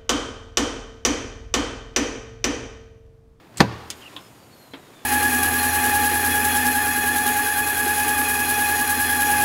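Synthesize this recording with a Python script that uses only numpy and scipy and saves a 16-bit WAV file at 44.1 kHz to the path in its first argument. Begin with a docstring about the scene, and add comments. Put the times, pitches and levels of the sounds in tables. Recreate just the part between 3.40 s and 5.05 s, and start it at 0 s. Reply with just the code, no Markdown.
"""A heat press opening

A clamshell heat press opens close to the microphone in a small workshop. The handle's linkage
slips and snaps over centre; the impact excites the modes of the steel frame, and the clunk clips.
The rising handle clicks, squeaks and knocks at its pivots while the struts lift the platen with
a hiss and faint falling whistles."""
import sys
import numpy as np
from scipy import signal
from scipy.fft import rfft, irfft
from scipy.io import wavfile

SR = 44100
rng = np.random.default_rng(int(sys.argv[2]) if len(sys.argv) > 2 else 0)


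def dump(signal):
    """Clip the signal to [-1, 1] and save it as 16-bit WAV at the path in sys.argv[1]."""
    limited = np.clip(np.atleast_2d(signal).T, -1, 1)
    pcm = np.round(limited * 32767).astype(np.int16)
    wavfile.write(sys.argv[1], SR, pcm)


N = 72765
T = np.arange(N) / SR

# Noise spectra of the workshop air, strut hiss, pivot friction and frame groan.
# Each row: frequency in Hz, relative spectral density in dB.
AIR_SPECTRUM = [(20, 9), (45, -7.5), (110, 1), (300, -0.5), (700, -4.5), (1500, -12.5), (4000, -28.5),
                (8000, -38), (16000, -29)]
HISS_SPECTRUM = [(200, -22), (2500, 3), (5000, -1), (6500, -0.5), (6950, 6), (7400, -1.5), (8500, 0.5),
                 (9000, 3), (9700, -2), (10800, -3), (11800, 0), (16000, -8.5)]
RUB_SPECTRUM = [(50, -44), (150, -3.5), (320, 1), (600, -8), (1100, -6), (2800, -12), (5000, -18),
                (16000, -49.5)]
GROAN_SPECTRUM = [(40, -29), (80, 8), (170, 7), (300, -12), (600, -16), (3000, -53)]
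# Envelopes of the last three. Each row: time in seconds, level in dB.
HISS_LEVEL = [(0, -68), (.2, -63), (.42, -59.5), (.58, -54), (.8, -55), (1.05, -59), (1.22, -57.5),
              (1.35, -59), (1.65, -57)]
RUB_LEVEL = [(0, -53.5), (.11, -57.5), (.14, -53.5), (.19, -45.5), (.3, -40), (.56, -50.5), (.62, -48),
             (.73, -46.5), (.79, -50), (.84, -54), (.92, -57), (1.3, -57), (1.5, -53), (1.65, -53.5)]
GROAN_LEVEL = [(.15, -62), (.17, -56), (.194, -37.5), (.202, -22), (.212, -31), (.23, -67)]

# Strut whistles. Each row: midpoint in seconds, length in seconds, pitch in Hz, level in dB.
WHISTLES = [(.62, .14, 12150, -66), (.835, .12, 5230, -58.5), (1.01, .16, 4690, -67),
            (1.145, .09, 4380, -58), (1.18, .12, 11750, -65), (1.235, .13, 4210, -60),
            (1.23, .16, 12600, -65), (1.345, .11, 3990, -62), (1.445, .15, 3770, -61.5),
            (1.61, .16, 3500, -61), (.99, .16, 14350, -71)]
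# Course of the pivot squeak. Each row: time in seconds, pitch in Hz, level in dB.
SQUEAK_PATH = [(.61, 3186, -60), (.62, 3060, -45.5), (.628, 2904, -53), (.645, 2860, -55),
               (.665, 2880, -41), (.673, 2820, -50), (.68, 2630, -50), (.69, 2450, -68)]
# Slips of the linkage, then its blows. Each row: start in seconds, relative level in dB.
SLIPS = [(.172, -30), (0.1805, -30), (0.1968, -46)]
BLOWS = [(0.1981, -24.5), (0.2002, -21), (0.2038, 0.5), (.2066, -5)]

# Normal modes of the link pin, handle, hinge and steel frame.
# Each row: frequency in Hz, relative level in dB, time to decay by 60 dB (T60) in seconds.
PIN_MODES = [(1930, -16, 0.15), (3070, -12, 0.12), (3550, -8, 0.12), (4180, -11, 0.08), (5070, -1, 0.056),
             (6620, 2, 0.029), (7350, -2, 0.036), (8090, -21, 0.046), (9560, -1, 0.047)]
HANDLE_MODES = [(291, -8.5, 0.15), (1060, -5.5, .17), (3070, -7.5, .07), (3343, -0.5, 0.042),
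                (3570, -4, 0.089), (3850, -12, .06)]
HINGE_MODES = [(273, -0.5, 0.14), (1002, -12.5, 0.18), (1590, -18, 0.094), (1847, -10, 0.079),
               (2215, -8, 0.11), (3210, -0.5, 0.062), (3415, -7, 0.054)]
FRAME_MODES = [(78.5, -33, 0.75), (208.5, -9, 0.17), (277, -19, 0.12), (366.6, -10.5, 0.075),
               (437, -28, 0.5), (484, -17, 0.08), (686.7, -19.5, 0.09), (790.4, -10.5, 0.0614),
               (931, -8, 0.075), (986, -19.5, 0.21), (1174, -18, 0.061), (1350, -17, 0.061),
               (1568, -20, 0.17), (1760, -6.5, 0.035), (2056, -11.5, 0.031), (2615, -22, 0.1),
               (3510, -23, 0.046), (4266, -15.5, 0.032), (4607, -17, 0.022), (6880, -26, 0.035)]

# Dense responses of the room, the three joints, a slip, a blow's first crack and the frame's covers.
# Each row: frequency in Hz, relative spectral density in dB, T60 in seconds.
ROOM_BANDS = [(50, 9, 0.99), (119, 8, 0.28), (288, -1.5, 0.42), (1000, -0.5, 1), (1990, -6.5, 1),
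              (4500, -8, 0.73), (8000, 5, 0.16), (16000, 6.5, 0.2)]
PIN_BANDS = [(200, -16, .05), (1500, -11.5, 0.11), (2800, -5, 0.15), (5000, -4.5, 0.099),
             (9900, -0.5, 0.045), (11500, -13, 0.059), (16200, -8.5, .04)]
HANDLE_BANDS = [(150, -21, .1), (1160, -4, 0.13), (1990, -10, 0.14), (3480, 4, 0.1), (4800, -16, .06),
                (16000, -22, .04)]
HINGE_BANDS = [(130, -37, 0.087), (282, 5.5, 0.2), (600, -1.5, 0.32), (1190, -2, 0.19), (2610, -7.5, 0.18),
               (3400, -2, 0.12), (4650, -10.5, 0.1), (6500, -29, 0.055), (16000, -40, 0.05)]
SLIP_BANDS = [(60, -4, .1), (300, -18, .1), (1200, -9, 0.11), (4440, -1.5, 0.085), (6300, -2.5, 0.054),
              (7950, 8.5, 0.039), (9800, -8, 0.075), (12500, -9, 0.091), (16000, -20, .05)]
CRACK_BANDS = [(60, -18, 0.03), (302, -7, 0.018), (1770, -1, 0.035), (3060, -6, 0.0095), (4440, 0, 0.02),
               (6000, -27, 0.0094), (16000, -50, 0.0071)]
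CLATTER_BANDS = [(40, -28, .15), (130, -0.5, 0.21), (370, 1, 0.14), (700, -0.5, 0.12), (1220, -0.5, 0.064),
                 (2770, -18, 0.12), (4500, -8.5, 0.059), (6450, -15.5, 0.056), (10200, -25, 0.038),
                 (12400, -24, 0.067), (16000, -49, .04)]


def amp(db):
    """Amplitude grows tenfold for every 20 dB."""
    return 10 ** (np.asarray(db) / 20)


def unit(x):
    """Normalisation to an rms of 1."""
    return x / np.sqrt(np.mean(x ** 2) + 1e-20)


def curve(rows, column=1):
    """Linear interpolation of one column over time."""
    rows = np.array(rows)
    return np.interp(T, rows[:, 0], rows[:, column])


def over_hz(rows, values):
    """Interpolation of one value per row over log frequency."""
    hz = np.fft.rfftfreq(N, 1 / SR)
    return np.interp(np.log(hz + 1), np.log([row[0] for row in rows]), values)


def noise(rows):
    """Random phases under a given spectrum sum to noise, here of rms 1."""
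    gain = amp(over_hz(rows, [row[1] for row in rows]))
    return unit(irfft(gain * np.exp(2j * np.pi * rng.random(len(gain))), N))


def wander(rate_hz):
    """Low-passed noise gives a random fluctuation of rms 1."""
    hz = np.fft.rfftfreq(N, 1 / SR)
    return unit(irfft(rfft(rng.standard_normal(N)) / (1 + (hz / rate_hz) ** 4), N))


def tone(hz):
    """A sine of rms 1 whose phase is the integral of its frequency."""
    return np.sqrt(2) * np.sin(2 * np.pi * np.cumsum(hz) / SR)


def delayed(x, start_s):
    """A shift in time to a later onset."""
    return np.concatenate([np.zeros(round(start_s * SR)), x])[:N]


def ring(modes):
    """Free vibration is a sum of damped modes, here of alternating sign."""
    return sum((-1) ** k * amp(db - 60 * T / t60) * np.sin(2 * np.pi * hz * T)
               for k, (hz, db, t60) in enumerate(modes))


def dense_ring(rows):
    """Overlapping modes merge into noise, each band decaying at its own rate."""
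    spectrum = rfft(noise(rows))
    return sum(irfft(spectrum * over_hz(rows, band), N) * amp(-60 * T / t60)
               for band, (_, _, t60) in zip(np.eye(len(rows)), rows))


def air(hum_hz=114, width_hz=8.7):
    """Steady room noise carries a low hum, spread into a narrow band by random modulation."""
    phase = 2 * np.pi * hum_hz * T
    hum = unit(wander(width_hz) * np.cos(phase) + wander(width_hz) * np.sin(phase))
    return amp(-51) * noise(AIR_SPECTRUM) + amp(-61) * hum


def room(x, rise_s=.0064):
    """Reverberation is convolution with the workshop's diffuse impulse response."""
    tail = dense_ring(ROOM_BANDS) * np.minimum(T / rise_s, 1)
    return amp(-14.5) * signal.fftconvolve(x, tail / np.linalg.norm(tail))[:N]


def whistle(middle_s, length_s, hz, db, octaves_per_s=.6, flutter_db=3):
    """A strut's thin tone glides downward under a parabolic envelope."""
    pitch = hz * 2 ** (-octaves_per_s * (T - middle_s)) * (1 + .011 * wander(258))
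    swell = np.maximum(1 - (2 * (T - middle_s) / length_s) ** 2, 0)
    return swell * amp(db + flutter_db * wander(43)) * tone(pitch)


def struts():
    """The extending struts radiate broadband hiss and intermittent whistles."""
    hiss = amp(curve(HISS_LEVEL)) * noise(HISS_SPECTRUM)
    return hiss + sum(whistle(*row) for row in WHISTLES)


def pivot_rub(grain_db=1.8):
    """Sliding friction makes noise, given a grain by rapid amplitude modulation."""
    return amp(curve(RUB_LEVEL) + grain_db * wander(100)) * noise(RUB_SPECTRUM)


def pivot_squeak(jitter=.033, flutter_db=5, fade_s=.005):
    """Friction in a dry pivot sustains a rough, falling tone that swells twice."""
    pitch = curve(SQUEAK_PATH) * (1 + jitter * wander(290))
    level_db = curve(SQUEAK_PATH, column=2) + flutter_db * wander(120)
    gate = np.clip(np.minimum(T - SQUEAK_PATH[0][0], SQUEAK_PATH[-1][0] - T) / fade_s, 0, 1)
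    return gate * amp(level_db) * tone(pitch)


def knock(modes, bands, start_s, modes_db, bands_db, rise_s):
    """A joint drops into its play, and the impact excites both distinct and dense modes."""
    vibration = amp(modes_db) * ring(modes) + amp(bands_db) * dense_ring(bands)
    return delayed(np.minimum(T / rise_s, 1) * vibration, start_s)


def joints():
    """Three impacts: the link pin, the handle at the top of its swing, the hinge as the platen lifts."""
    pin = knock(PIN_MODES, PIN_BANDS, start_s=.5022, modes_db=-30, bands_db=-27, rise_s=.0003)
    handle = knock(HANDLE_MODES, HANDLE_BANDS, start_s=.7635, modes_db=-33, bands_db=-34, rise_s=.0003)
    hinge = knock(HINGE_MODES, HINGE_BANDS, start_s=1.3352, modes_db=-34, bands_db=-35.5, rise_s=.0012)
    return pin + handle + hinge


def linkage_slips():
    """Loaded steel slips in short bright scrapes, and the frame groans as the load comes off."""
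    gate = (T > GROAN_LEVEL[0][0]) * (T < GROAN_LEVEL[-1][0])
    groan = gate * amp(curve(GROAN_LEVEL)) * noise(GROAN_SPECTRUM)
    return groan + sum(delayed(amp(db) * dense_ring(SLIP_BANDS), start_s) for start_s, db in SLIPS)


def platen_boom(start_s=.204, hz=115, rise_s=.062, t60=.36):
    """A low mode of the wide platen takes up the blow slowly, then decays freely."""
    swell = np.minimum(T / rise_s, 1) ** 2
    return delayed(swell * ring([(hz, -14.5, t60)]), start_s)


def platen_thump(middle_s=.2056, peak_hz=125):
    """The platen jumps off its pad and displaces air in one pressure pulse, a Ricker wavelet."""
    u = np.pi * peak_hz * (T - middle_s)
    return amp(-8) * (1 - 2 * u ** 2) * np.exp(-u ** 2)


def frame_ring():
    """The steel frame's modal responses to successive blows add by superposition."""
    response = amp(-3) * ring(FRAME_MODES)
    return sum(delayed(amp(db) * response, start_s) for start_s, db in BLOWS)


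def linkage_clunk():
    """The linkage snaps over centre; each brief blow excites a broadband crack and rattles the covers."""
    clunk = np.zeros(N)
    for start_s, db in BLOWS:
        crack = amp(-8) * dense_ring(CRACK_BANDS)
        clatter = amp(-10.5) * dense_ring(CLATTER_BANDS)
        clunk += delayed(amp(db) * (crack + clatter), start_s)
    return clunk


def scene():
    """Direct sound, reverberation and room noise add at the microphone."""
    press = linkage_slips() + linkage_clunk() + platen_thump() + platen_boom()
    press += pivot_rub() + pivot_squeak() + struts() + joints()
    frame = frame_ring()
    reverberation = room(press + amp(-5) * frame)  # the frame is close, so more of it is heard direct
    return (press + frame + reverberation + air())[None]


def record(dry, low_hz=53, high_hz=15700):
    """The microphone acts as a high-pass; the clunk clips at full scale; a low-pass limits the band."""
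    highpass = signal.butter(2, low_hz, "highpass", fs=SR, output="sos")
    lowpass = signal.firwin(511, high_hz, window=("kaiser", 9), fs=SR)
    clipped = np.clip(signal.sosfilt(highpass, dry), -1, 1)
    return signal.oaconvolve(clipped, lowpass[None], "same")


dry = scene()
out = record(dry)
dump(out)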